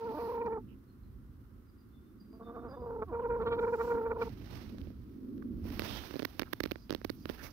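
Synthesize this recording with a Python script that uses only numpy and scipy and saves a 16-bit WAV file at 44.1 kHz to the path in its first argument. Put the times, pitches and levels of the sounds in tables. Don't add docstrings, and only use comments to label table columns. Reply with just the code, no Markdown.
import sys
import numpy as np
from scipy import signal
from scipy.io import wavfile
from scipy.ndimage import uniform_filter1d

SR = 44100
rng = np.random.default_rng(int(sys.argv[2]) if len(sys.argv) > 2 else 0)


def to_wav(s):
    ch = np.atleast_2d(s).T
    pcm = np.round(np.clip(ch, -1, 1) * 32767)
    wavfile.write(sys.argv[1], SR, pcm.astype(np.int16))


def invert_db(level):
    return 10 ** (np.asarray(level, dtype=float) / 20)


N = 331632

# start_s, peak_s, start_db, peak_db, pitch_hz
FIRST_CALL = [(0.0, 0.026, -45.5, -38, 448.5), (0.046, 0.068, -39.5, -37, 454.5),
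              (0.096, 0.116, -38, -38.5, 447), (0.142, 0.17, -40.5, -42.5, 613.4),
              (0.187, 0.198, -40, -36, 465), (0.208, 0.223, -39, -35.5, 458),
              (0.235, 0.263, -38, -36.5, 448.7), (0.286, 0.301, -39, -34, 465.4),
              (0.321, 0.345, -39, -35.5, 475.5), (0.365, 0.382, -37, -34, 448.5),
              (0.396, 0.419, -39.5, -32, 457), (0.439, 0.47, -41, -32, 458.5),
              (0.493, 0.527, -39.5, -33.5, 448.2), (0.553, 0.567, -38, -35, 436.7),
              (0.596, 0.614, -52, -80, 429)]
# start_s, peak_s, start_db, peak_db, pitch_hz
GROWL = [
    (2.33, 2.346, -62, -60.5, 443.5),
    (2.392, 2.412, -80, -48, 451.4),
    (2.445, 2.495, -87, -46, 465.7),
    (2.535, 2.568, -56, -42.5, 473),
    (2.612, 2.652, -58.5, -44, 478.5),
    (2.69, 2.71, -51, -48, 530),
    (2.727, 2.748, -47, -45.5, 557.3),
    (2.762, 2.775, -56, -42, 497),
    (2.79, 2.8, -55, -46, 491),
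]
# start_s, peak_s, start_db, peak_db, pitch_hz
RISE = [
    (2.818, 2.82, -50, -39, 464),
    (2.84, 2.82, -44, -37, 492),
    (2.858, 2.83, -47, -39, 460),
    (2.9, 2.91, -40, -36, 479),
    (2.91, 2.92, -41.5, -38, 455),
    (2.944, 2.97, -41, -36.5, 467),
    (2.978, 2.989, -51, -37.5, 471),
    (2.991, 2.985, -47.5, -38, 443.6),
    (3.015, 3.025, -44, -31, 462),
]
# start_s, peak_s, start_db, peak_db, pitch_hz
CATCH = [
    (3.04, 3.052, -49, -70, 455.6),
    (3.058, 3.07, -79.5, -67.5, 760),
    (3.076, 3.081, -61, -53, 725),
    (3.091, 3.097, -52, -50, 674.7),
    (3.102, 3.108, -51, -50.5, 635.4),
]
# start_s, peak_s, start_db, peak_db, pitch_hz
LONG_CALL = [(3.117, 3.144, -44, -31.5, 473.2), (3.188, 3.196, -39.5, -30.0, 482.7),
             (3.216, 3.257, -45, -29.5, 474.5), (3.283, 3.306, -53, -29, 481.6),
             (3.333, 3.349, -32, -31, 474), (3.388, 3.419, -39, -30.5, 459.6),
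             (3.448, 3.471, -42, -29, 466.7), (3.499, 3.529, -37, -28.5, 470.8),
             (3.561, 3.567, -37.5, -36, 467), (3.572, 3.596, -39, -28, 465),
             (3.606, 3.644, -37, -26.5, 470), (3.662, 3.68, -37.5, -28.5, 476),
             (3.719, 3.738, -41, -26, 468), (3.764, 3.811, -52, -29.0, 459.6),
             (3.834, 3.851, -37.5, -31.5, 472), (3.865, 3.881, -45, -30.5, 467.4),
             (3.891, 3.919, -35.5, -26.5, 469), (3.938, 3.954, -35, -28, 470.2),
             (3.963, 3.984, -33.5, -29.5, 460.8), (4.004, 4.015, -39.5, -31, 453.7),
             (4.025, 4.041, -37.5, -32.5, 440), (4.048, 4.063, -37, -29.5, 460.5),
             (4.091, 4.12, -44, -27.5, 469.5), (4.122, 4.13, -35, -33.5, 468.6),
             (4.139, 4.175, -58.5, -34, 473.3), (4.173, 4.202, -45.5, -34.5, 469.4),
             (4.212, 4.221, -35, -28, 473.8), (4.242, 4.279, -69, -38.0, 470),
             (4.287, 4.314, -70.0, -99, 468)]
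# time_s, half_pitch_db, brightness_db_per_octave
FIRST_VOICE = [
    (0, -30, 10),
    (.135, -11.5, 5.5),
    (0.147, 4, -2),
    (.18, 7, 24),
    (.195, -8.5, 8),
    (0.301, -21, 3.5),
    (.47, -34, 5),
]
# time_s, half_pitch_db, brightness_db_per_octave
GROWL_VOICE = [
    (2.3, 1, 3.5),
    (2.75, -2.5, 21),
    (2.79, -6.5, -8),
    (2.86, -9, -4),
    (2.99, -27.5, -4),
    (3.03, -8, 4),
    (3.11, 9.5, 4),
]
# time_s, half_pitch_db, brightness_db_per_octave
LONG_VOICE = [
    (3.13, -12, -4.5),
    (3.349, -42.5, -8.5),
    (3.42, -12.5, -0.5),
    (3.54, -14, -0.5),
    (3.62, -32, -5.5),
    (3.76, -46, -6.5),
    (3.81, -13.5, 0),
    (3.95, -26, -9.5),
    (4.2, -13.5, 1),
]
# time_s, level_db
RASP = [
    (3.38, -11),
    (3.42, -1.5),
    (3.47, 4),
    (3.54, 4),
    (3.6, 2.5),
    (3.64, -8),
    (4.18, -13),
    (4.22, -3),
]
# time_s, shift_hz
FLICKS = [(0.007, 14), (0.021, 14.5), (0.049, 14), (0.06, 35.5), (0.08, -21.5), (0.096, -14),
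          (0.116, -20.5), (0.122, 30.5), (0.127, -9.5), (0.212, 19.5), (0.23, -14), (0.234, 27.5),
          (0.252, 14), (0.268, 10), (0.279, -17.5), (0.294, 18), (0.315, -25), (0.322, 55),
          (0.334, -24), (0.339, 34.5), (0.351, -22.5), (0.373, 35.5), (0.414, 23.5), (0.436, -26.5),
          (0.44, 53), (0.46, 17), (0.474, 11.5), (0.484, -36), (0.499, 18), (0.53, 28.5),
          (0.567, 24.5), (0.578, -30),
          (2.862, 33), (2.877, 10.5), (2.914, -14), (2.928, 18), (2.948, 21.5), (2.962, -33.5),
               (2.981, 27), (3.013, -19.5), (3.029, -23.5), (3.155, -11.5), (3.174, 22.5), (3.2, 17.5),
               (3.209, -26), (3.224, 48), (3.243, -13), (3.253, 11), (3.265, -26.5), (3.314, -20.5),
               (3.323, -12.5), (3.36, -26), (3.365, 24), (3.402, -23.5), (3.418, -12), (3.438, 42.5),
               (3.452, 28.5), (3.468, -21), (3.507, 15.5), (3.562, 18), (3.569, -28.5), (3.587, 22.5),
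               (3.604, -30.5), (3.657, -16.5), (3.673, 29), (3.684, -21.5), (3.723, -19.5), (3.73, 18.5),
               (3.757, -33.5), (3.789, -26), (3.838, 19.5), (3.849, 18.5), (3.877, 13.5), (3.895, 17),
               (3.946, 16), (3.978, -12), (3.984, 21), (4.004, -26.5), (4.012, 10.5), (4.063, 20),
               (4.094, -43), (4.112, 18.5), (4.126, -45.5), (4.133, 26.5), (4.161, -36), (4.167, 32),
               (4.182, -58), (4.229, -18.5), (4.271, -17)]
# freq_hz, gain_db
THROAT = [(200, -8.5), (460, 1), (700, -6), (930, -9), (1160, 0), (1400, -15), (1850, -29.5), (2100, -51.5),
          (2350, -26), (2800, -47), (3500, -36), (4200, -43), (4800, -61.5)]
# freq_hz, gain_db
HEAD_TURNED = [(460, 0), (930, 4), (1400, -7), (1850, 1), (2200, 0), (4000, -8)]
# freq_hz, left_minus_right_db
HEN_BALANCE = [(60, -2.5), (180, -5), (550, 0), (1650, -7.5), (4970, 4.5), (15000, -9)]

# time_s, crack_db
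TICKS = [(0.462, -51.5), (2.36, -64), (4.784, -43), (4.8154, -45), (4.474, -49), (5.38, -52.5),
         (5.4257, -56), (5.703, -38.5), (5.764, -52), (5.878, -34), (5.7948, -21), (6.3948, -19.5),
         (6.396, -21), (6.398, -32), (6.5276, -41), (6.6746, -45), (6.9623, -43)]
# time_s, crack_db, thump_db
POPS = [(4.294, -46, -42), (4.4112, -52, -41), (6.038, -40, -41), (4.746, -72, -39), (4.872, -55, -37),
        (4.904, -57, -41), (5.654, -53, -34), (5.8204, -32, -28), (5.841, -43, -59), (6.1094, -39.5, -34),
        (6.1405, -41.5, -28), (6.157, -38, -26.5), (6.1647, -36.5, -27), (6.1942, -28.5, -26.5),
        (6.1976, -31.5, -32), (6.1989, -42.5, -24.5), (6.222, -32, -28), (6.229, -33, -24.5),
        (6.405, -40, -37), (6.432, -34.5, -36), (6.7579, -41, -34.5), (6.896, -38.5, -34),
        (6.8984, -41, -38), (6.9065, -25.5, -21), (6.919, -42, -38), (6.926, -29.5, -24.5),
        (6.9371, -38.5, -34), (6.9489, -26.5, -23.5), (7.0157, -42, -40), (7.2563, -32.5, -27.5)]
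# time_s, crack_db, thump_db, tear_lead_s
TEARS = [
    (6.2522, -21, -26, 0.0024),
    (6.4205, -28.5, -23.5, 0.00414),
    (6.5333, -20.5, -25.5, 0.00295),
    (6.6051, -22, -21, .0023),
    (6.638, -23.5, -23, 0.0033),
    (6.659, -29, -23.5, 0.0042),
    (6.7175, -26, -22, .0055),
    (7.0487, -25, -22.5, 0.0027),
    (7.1005, -27, -22.5, .0041),
    (7.2979, -30, -22, 0.0051),
]
SOFT_PADS_S = [6.038, 6.1094, 6.1403, 6.4324, 6.7578, 7.0155]
# peak_s, rise_s, fall_s, hiss_db, bright_db, dull_db
STROKES = [(.08, 0.97, 0.34, -74, -9, 0.5), (.34, 1, 0.13, -72.5, -2.5, 5),
           (3.58, 0.64, 0.52, -80.5, 1, 2.5), (3.85, 0.16, 0.28, -67, -0.5, 3),
           (4.23, 0.05, 0.19, -61, -7.5, 1), (4.55, 0.2, 0.27, -57, -10, -1),
           (4.8, 0.152, 1, -82.5, -10, -5), (5.67, 0.044, 0.44, -60.5, -2, 2),
           (5.839, 0.071, 0.26, -50, -9.5, -1.5), (5.94, 0.11, 0.48, -55, -7, -3.5),
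           (6.18, 1, 0.35, -76.5, 0, -3), (6.7, 0.58, 0.14, -70, -1, -0.5),
           (6.92, 0.031, 0.29, -68, -15, -1.5), (7.14, 0.25, 0.24, -74, 5.5, -5.5),
           (7.3, 0.043, 0.21, -58.5, -2.5, 0.5), (7.442, 0.041, 0.058, -51.5, -1, 0)]
# start_s, peak_s, end_s, level_db
LEFT_STROKES = [
    (3.58, 3.62, 3.66, -78),
    (3.6, 3.72, 3.84, -79),
    (3.72, 3.88, 4.0, -71),
    (4.18, 4.24, 4.33, -80),
    (5.8, 5.93, 6.12, -80),
]
# freq_hz, density_db_per_hz
SKIN = [(60, 22.5), (150, 0.5), (300, 6), (700, 2), (1600, -2.5), (3700, -5.5), (5800, -5), (8000, -21),
        (11000, -21.5), (16800, 4.5)]
LEFT_SKIN = [(3000, -12), (4500, 3.5), (6800, 0.5), (9000, -16), (13000, -11), (15800, -5)]
# peak_s, half_length_s, centre_hz, level_db, left_minus_right_db
HOLLOWS = [
    (.23, 0.21, 13000, -68, -14),
    (.2, 0.22, 4500, -68.5, -11),
    (0.032, 0.044, 4500, -71, -9),
    (3.85, .3, 13800, -76, -10),
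    (5.94, .14, 3400, -51.5, -30),
    (6.8, 0.11, 4900, -74, -33),
    (7.203, .09, 5200, -74, -30),
    (7.451, 0.05, 5400, -60.5, -33),
    (7.51, .012, 5200, -66, -30),
]

# start_s, start_hz, level_db
WHISTLES = [(.872, 4280, -82), (1.012, 4200, -87), (1.66, 4940, -80), (1.765, 4900, -80),
            (1.905, 3560, -80), (2.02, 3600, -86), (2.178, 4880, -74), (2.295, 4870, -74.5),
            (2.415, 3610, -71.5), (2.53, 3620, -79), (2.672, 4947, -69.5), (2.695, 3600, -78),
            (2.785, 4920, -78.5), (6.675, 5050, -74), (6.79, 4930, -74), (6.54, 3580, -75),
            (7.185, 4900, -75), (6.775, 5000, -82)]
# start_s, length_s, start_hz, end_hz, level_db
SQUEAKS = [
    (.665, 0.095, 2890, 2640, -72),
    (3.2, 0.05, 3110, 2360, -73.5),
    (5.419, 0.012, 1480, 1270, -52.5),
    (6.452, 0.036, 1520, 1250, -55),
    (7.37, 0.072, 1560, 1710, -53.5),
    (7.42, 0.097, 1307, 1194, -61),
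    (7.43, 0.062, 2100, 2230, -58),
]

# time_s, level_db
GUSTS = [(0, -53.5), (.3, -56.5), (.6, -49.5), (.85, -60), (1.1, -51), (1.7, -58), (2.2, -58.5), (2.9, -50),
         (3.5, -46), (3.8, -50), (4.55, -46), (4.85, -47.5), (5.3, -56), (5.6, -42.5), (6.1, -55),
         (6.5, -54.5), (7.2, -52.5), (7.51, -54)]
# peak_s, rise_s, fall_s, level_db
BUFFETS = [
    (.45, 2.7, 0.61, -42.5),
    (2.6, 1.2, 0.5, -45),
    (3.5, 0.53, 0.77, -42.5),
    (4.3, 0.98, 0.65, -53),
    (4.8, 0.66, 0.18, -43.5),
    (5.3, 0.42, 1, -37.5),
    (5.65, 0.53, 0.93, -46.5),
    (3.95, 0.11, 0.16, -40),
    (7.2, 0.39, 1, -52),
]
# freq_hz, density_db_per_hz
RUMBLE = [(15, -34), (25, -3), (59, -2.5), (95, -3.5), (119, -7.5), (180, -17.5), (230, -52.5), (400, -120)]
FLUTTER = [(100, -40.5), (170, -25), (270, 19.5), (376, -13), (421, 0.5), (700, -51), (910, -56.5),
           (1540, -120)]
# freq_hz, density_db_per_hz
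AIR = [(260, -51.5), (450, -4), (646, -17.5), (1480, -5), (1940, -26), (4190, -26), (6100, -30.5),
       (8500, -31), (15100, -24), (16500, -36)]
# freq_hz, left_minus_right_db
AIR_BALANCE = [(60, -2.0), (240, -0.5), (950, -5.5), (3770, 7.5), (15000, -1.5)]
# freq_hz, share
LIKENESS = [(60, 1), (380, 0.69), (2380, 0.0008), (15000, 0.032)]

SAG_SHARE, SAG_FROM_DB = 0.0049, -45
BREAK_HZ = 500
FLICK_S, FLICK_SHARE = 0.0033, 1.1
ROUNDNESS = 1.5
ROUGH_LOUD, ROUGH_SOFT, ROUGH_PER_DB = .115, .165, .011
UNEVEN_FROM_DB, UNEVEN_ROUGH = -9, .005
UNEVEN_SECOND_DB, UNEVEN_TOP_DB = -0.57, -0.5
OPEN_FROM_DB, OPEN_PER_DB = -37, 1.3
BREATH_DB = -33
TICK_THUMP_DB = -3.5
TEAR_CRACK_DB, TEAR_THUMP_DB = -5, -13
BRIGHT_PER_DB = 0.32
PAD_SOFT, SNAP, SPARK_QUICK = 0.86, 1.1, 2.2
RESTING_DB, RESTING_BRIGHT_DB = -88, -84
DULL_PER_DB, DULL_DB = -0.0341, -1
HOLLOW_WIDTH = 0.14
HIGH_WHISTLE_S, LOW_WHISTLE_S = .078, .115
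FIELD_T60_S, FIELD_DB = .6, -7
FLUTTER_FOLLOWS, FLUTTER_DB = 0.29, -56
RIGHT_LEAN = -0.37
AIR_DB = -74.5
LIMIT, LOW_CUT_HZ, TOP_CUT_HZ = .36, 38, 15900


def rms_one(x):
    return x / np.sqrt(np.mean(x ** 2) + 1e-20)


def in_time(rows):
    s, *columns = np.transpose(rows)
    return [np.interp(np.arange(N) / SR, s, c) for c in columns]


def at_hz(points, hz):
    freq_hz, db = np.transpose(points)
    return np.interp(np.log(hz), np.log(freq_hz), db)


def drift(rate, size=N):
    r = np.exp(-64 * np.pi * rate / SR)
    chance = rng.standard_normal(size // 32 + 1002)
    slow = signal.lfilter([1], [1, -2 * r, r * r], chance)[1000:]
    return np.interp(np.arange(size) / 32, np.arange(len(slow)), rms_one(slow))


def ring(x, hz, t60_s):
    r, w = invert_db(-60 / (t60_s * SR)), 2 * np.pi * hz / SR
    return signal.lfilter([np.sin(w)], [1, -2 * r * np.cos(w), r * r], x + 1e-18)


def pan(db):
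    left = invert_db(db) / (1 + invert_db(db))
    return 2 * np.array([left, 1 - left])


def swells(rows, floor_db):
    t = np.arange(0, N, 64) / SR
    total = invert_db(floor_db)
    for s, rise, fall, db in rows:
        total = total + invert_db(db - 20 * np.where(t < s, (s - t) / rise, (t - s) / fall))
    return np.interp(np.arange(N) / SR, t, 20 * np.log10(total))


def banded_noise(spectrum, patchy_db, rate, alike, shaping):
    low_hz, high_hz = spectrum[0][0], spectrum[-1][0]
    edges = np.geomspace(low_hz, high_hz, round(2 * np.log2(high_hz / low_hz)) + 1)
    centres = np.sqrt(edges[1:] * edges[:-1])
    total = np.sqrt(np.sum(invert_db(2 * at_hz(spectrum, centres)) * np.diff(edges)) * 2 / SR)
    out, together, white = 0, drift(rate), rng.standard_normal((2, 2, N))
    for k, hz in enumerate(centres):
        band = signal.butter(2, edges[k:k + 2], "band", fs=SR, output="sos")
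        mid, side = signal.sosfilt(band, white[k % 2])
        share = np.clip(alike * at_hz(LIKENESS, hz), 0, .99)
        flicker_db = patchy_db * (together + 0.71 * drift(rate))
        gain = invert_db(at_hz(spectrum, hz) + flicker_db) / total
        stereo = np.sqrt(1 + share) * mid + np.sqrt(1 - share) * side * [[1], [-1]]
        out = out + gain * shaping(hz) * stereo / np.sqrt(1 + share)
    return out


def hen(throbs, voice, turned):
    start, peak, start_db, peak_db, mean_hz = np.transpose(throbs)
    first, last = round(start[0] * SR), round(peak[-1] * SR)
    t = np.arange(first, last) / SR
    level_db = breath_db(t, start, peak, start_db, peak_db)
    sag = SAG_SHARE * np.clip((peak_db - SAG_FROM_DB) / 10, 0, 1) * (mean_hz < BREAK_HZ)
    pitch = pitch_of(t, start, peak, mean_hz * (1 + sag), mean_hz * (1 - sag)) + flicks(t)

    half_db, bright = [c[first:last] for c in in_time(voice)]
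    rasp_db = in_time(RASP)[0][first:last]
    uneven = np.clip(half_db - UNEVEN_FROM_DB, 0, 10)
    rough = ROUGH_LOUD - ROUGH_PER_DB * (level_db - level_db.max() + 7)
    rough = np.clip(rough, ROUGH_LOUD, ROUGH_SOFT) + UNEVEN_ROUGH * uneven
    jitter = 1 + rough * 0.15 * drift(70, size=len(t))
    phase = np.pi * np.cumsum(pitch * jitter) / SR
    push_db = np.clip(1.7 * (level_db + 33), -14, 7)

    out = np.zeros((2, N))
    for k in range(1, 21):
        hz = k * pitch / 2
        octaves = np.log2(max(k / 4, 1))
        db = level_db + 0.5 + at_hz(THROAT, hz) + turned * at_hz(HEAD_TURNED, hz)
        db += push_db * octaves ** .5 + bright * octaves + half_db * (k % 2)
        db += (k > 7) * np.clip(OPEN_PER_DB * (level_db - OPEN_FROM_DB), -16, 0) + (k > 11) * rasp_db
        db += uneven * ((k == 4) * UNEVEN_SECOND_DB + (k > 6) * UNEVEN_TOP_DB)
        shimmer = 1 + rough * min(.75 * k - .6, 5 + 3 * (k > 11)) * drift(130, size=len(t))
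        lag = -.03 * k * k - 0.21 * k * np.array([[1], [0]])
        out[:, first:last] += invert_db(db) * shimmer * pan(at_hz(HEN_BALANCE, hz)) * np.cos(k * phase + lag)

    band = signal.butter(6, [800, 1700], "band", fs=SR, output="sos")
    breath = rms_one(signal.sosfilt(band, rng.standard_normal(len(t)))) * (1 + np.cos(2 * phase))
    out[:, first:last] += invert_db(level_db + BREATH_DB + push_db / 2) * breath * pan(-2.5)[:, None]
    return out


def breath_db(t, start, peak, start_db, peak_db):
    knots = np.ravel([start, peak], "F")
    levels = invert_db(np.ravel([start_db, peak_db - 0.5], "F"))
    straight = np.interp(t, knots, levels)
    full = np.interp(t, knots, levels ** ROUNDNESS) ** (1 / ROUNDNESS)
    swell = np.where(np.gradient(straight) < 0, full, straight)
    return uniform_filter1d(20 * np.log10(swell), size=130)


def pitch_of(t, start, peak, rising, falling):
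    before = (start + 2 * peak) / 3
    after = (np.append(start[1:], peak[-1]) + 2 * peak) / 3
    earlier = np.append(rising[0], falling[:-1])
    knots = [start - .003, start + .003, before, after]
    values = [.997 * earlier, 1.002 * rising, rising, falling]
    return np.interp(t, np.ravel(knots, "F"), np.ravel(values, "F"))


def flicks(t):
    return sum(FLICK_SHARE * hz * np.exp(-.5 * ((t - s) / FLICK_S) ** 2) for s, hz in FLICKS)


def clicks():
    grit, spark, push = np.zeros((3, N))
    size = 160
    fade = np.exp(-np.arange(size) / 40.0)
    for s, crack_db, thump_db, soft in releases():
        at = round(s * SR) - 14
        chance = rng.standard_normal(size)
        snap = SNAP * np.clip((thump_db - crack_db + 6) / 6, 0, 1) * (np.arange(size) < 3)
        crackle = signal.lfilter([1], [1, -np.clip(soft, 0, .95)], (chance + snap) * fade)
        grit[at:at + size] += invert_db(crack_db) * rms_one(crackle)
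        spark_db = crack_db + BRIGHT_PER_DB * (crack_db + 34.5)
        spark[at:at + size] += invert_db(spark_db) * rms_one(chance * fade ** SPARK_QUICK) * (1 - soft)
        push[at] += invert_db(thump_db)
    low = signal.cheby2(4, 30, 7600, fs=SR, output="sos")
    high = signal.butter(4, 11500, "high", fs=SR, output="sos")
    dull = signal.sosfilt(low, signal.lfilter([1, -1], [1, -.86], grit))
    crack = invert_db(-3.0) * dull + invert_db(-14.5) * ring(dull, 1830, 0.0013)
    crack += invert_db(-15.0) * signal.sosfilt(high, spark) + invert_db(-28.5) * spark
    puff = signal.lfilter([.15], [1, -.85], push)
    thump = invert_db(-2.5) * ring(puff, 545, 0.013) - invert_db(2.5) * ring(np.roll(puff, 24), 301.6, 0.021)
    through_body = invert_db(-17) * (ring(np.roll(puff, 22), 520, 0.016) - ring(np.roll(puff, 52), 400, 0.014))
    return np.array([through_body, crack + thump])


def releases():
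    ticks = [(s, db, db + TICK_THUMP_DB) for s, db in TICKS]
    tears = [(s - lead, crack + TEAR_CRACK_DB, thump + TEAR_THUMP_DB) for s, crack, thump, lead in TEARS]
    rows = ticks + POPS + [row[:-1] for row in TEARS] + tears
    pads_s = np.array(SOFT_PADS_S)
    return [(*row, PAD_SOFT * (np.abs(row[0] - pads_s).min() < .003)) for row in rows]


def fingers():
    hiss_db = swells([row[:-2] for row in STROKES], RESTING_DB)
    bright_rows = [(s, rise, fall, db + bright) for s, rise, fall, db, bright, dull in STROKES]
    dull_rows = [(s, rise, fall, db + dull) for s, rise, fall, db, bright, dull in STROKES]
    bright_db = swells(bright_rows, RESTING_BRIGHT_DB)
    dull_db = swells(dull_rows, RESTING_DB) + DULL_DB + DULL_PER_DB * (hiss_db + 74.5)

    def right_gains(hz):
        if hz < 2600:
            return pan(-19)[:, None] * invert_db(dull_db + 6.0)
        return pan(-36)[:, None] * invert_db(hiss_db + 2.0 if hz < 8000 else bright_db + 3.0)

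    right = banded_noise(SKIN, patchy_db=.8, rate=25, alike=.3, shaping=right_gains) * invert_db(1.5 * drift(60))
    deaf = signal.butter(1, [6200, 8600], "bandstop", fs=SR, output="sos")
    pressure = np.zeros(N)
    for start, peak, end, db in LEFT_STROKES:
        pressure += np.interp(np.arange(N) / SR, (start, peak, end), (0, invert_db(db), 0))
    left_gains = pressure * pan(12)[:, None]
    left = banded_noise(LEFT_SKIN, patchy_db=.8, rate=25, alike=.1, shaping=lambda hz: left_gains)
    return .8 * signal.sosfilt(deaf, right) + .2 * right + left


def hollows():
    out = np.zeros((2, N + SR))
    for s, half, hz, db, pan_db in HOLLOWS:
        edges = np.clip([hz * (1 - HOLLOW_WIDTH), hz * (1 + HOLLOW_WIDTH)], 100, .45 * SR)
        size, at = round(2 * half * SR), max(round((s - half) * SR), 0)
        band = signal.butter(2, edges, "band", fs=SR, output="sos")
        noise = signal.sosfilt(band, rng.standard_normal((2, SR)))[:, :size]
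        out[:, at:at + size] += invert_db(db) * rms_one(noise) * np.hanning(size) * pan(pan_db)[:, None]
    return out[:, :N]


def birds():
    high_rows = [(s, HIGH_WHISTLE_S, hz, .967 * hz, db) for s, hz, db in WHISTLES if hz > 4000]
    low_rows = [(s, LOW_WHISTLE_S, hz, .985 * hz, db) for s, hz, db in WHISTLES if hz <= 4000]
    high = gliding_tones(high_rows, 1 + 0.55 * drift(70))
    low = gliding_tones(low_rows, 1 + 0.17 * drift(60))
    direct = high * pan(-4)[:, None] + low * pan(4)[:, None]
    age_s = np.arange(SR // 2) / SR
    field = rng.standard_normal((2, len(age_s))) * invert_db(-60 * age_s / FIELD_T60_S) * (age_s > .015)
    field /= np.sqrt(np.sum(field[0] ** 2))
    echoes = invert_db(FIELD_DB) * signal.fftconvolve(direct, field, axes=1)[:, :N]
    squeaks = gliding_tones(SQUEAKS, drift(260.4)) * pan(-25.0)[:, None]
    return direct + echoes + squeaks


def gliding_tones(rows, blur):
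    out = np.zeros(N)
    for s, length, start_hz, end_hz, db in rows:
        size, at = round(length * SR), round(s * SR)
        phase = 2 * np.pi * np.cumsum(np.linspace(start_hz, end_hz, size)) / SR
        out[at:at + size] += invert_db(db + 2.0) * np.sin(phase) * np.hanning(size) ** .75 * blur[at:at + size]
    return out


def wind():
    rumble_db, = in_time(GUSTS)
    flutter_db = swells(BUFFETS, FLUTTER_DB) + FLUTTER_FOLLOWS * (rumble_db - rumble_db.mean())
    rumble_gains = pan(-2.0 + RIGHT_LEAN * np.maximum(rumble_db + 53, 0))
    rumble = banded_noise(RUMBLE, patchy_db=1.5, rate=9.9, alike=0.93, shaping=lambda hz: rumble_gains)
    flutter = banded_noise(FLUTTER, patchy_db=1.2, rate=14, alike=1, shaping=lambda hz: pan(-2.2)[:, None])
    flutter = signal.sosfilt(signal.butter(4, 400, fs=SR, output="sos"), flutter)
    return invert_db(rumble_db) * rumble + invert_db(flutter_db - 8.0) * flutter


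def open_air():
    def balance(hz):
        return pan(at_hz(AIR_BALANCE, hz))[:, None]

    return invert_db(AIR_DB - 1.5) * banded_noise(AIR, patchy_db=0.1, rate=9.5, alike=0.38, shaping=balance)


def scene():
    first_call = hen(FIRST_CALL, FIRST_VOICE, turned=True)
    long_call = hen(GROWL + RISE + CATCH + LONG_CALL, GROWL_VOICE + LONG_VOICE, turned=False)
    touch = clicks() + fingers() + hollows()
    return first_call + long_call + touch + birds() + wind() + open_air()


def low_pass(x):
    return signal.sosfilt(signal.butter(12, 16980, fs=SR, output="sos"), x)


def record(dry):
    rounded = LIMIT * np.tanh(dry / LIMIT)
    low_cut = signal.sosfilt(signal.butter(8, LOW_CUT_HZ, "high", fs=SR, output="sos"), rounded)
    mix = signal.sosfilt(signal.cheby2(12, 26, TOP_CUT_HZ, fs=SR, output="sos"), low_cut)
    return low_pass(mix)


dry = scene()
out = record(dry)
to_wav(out)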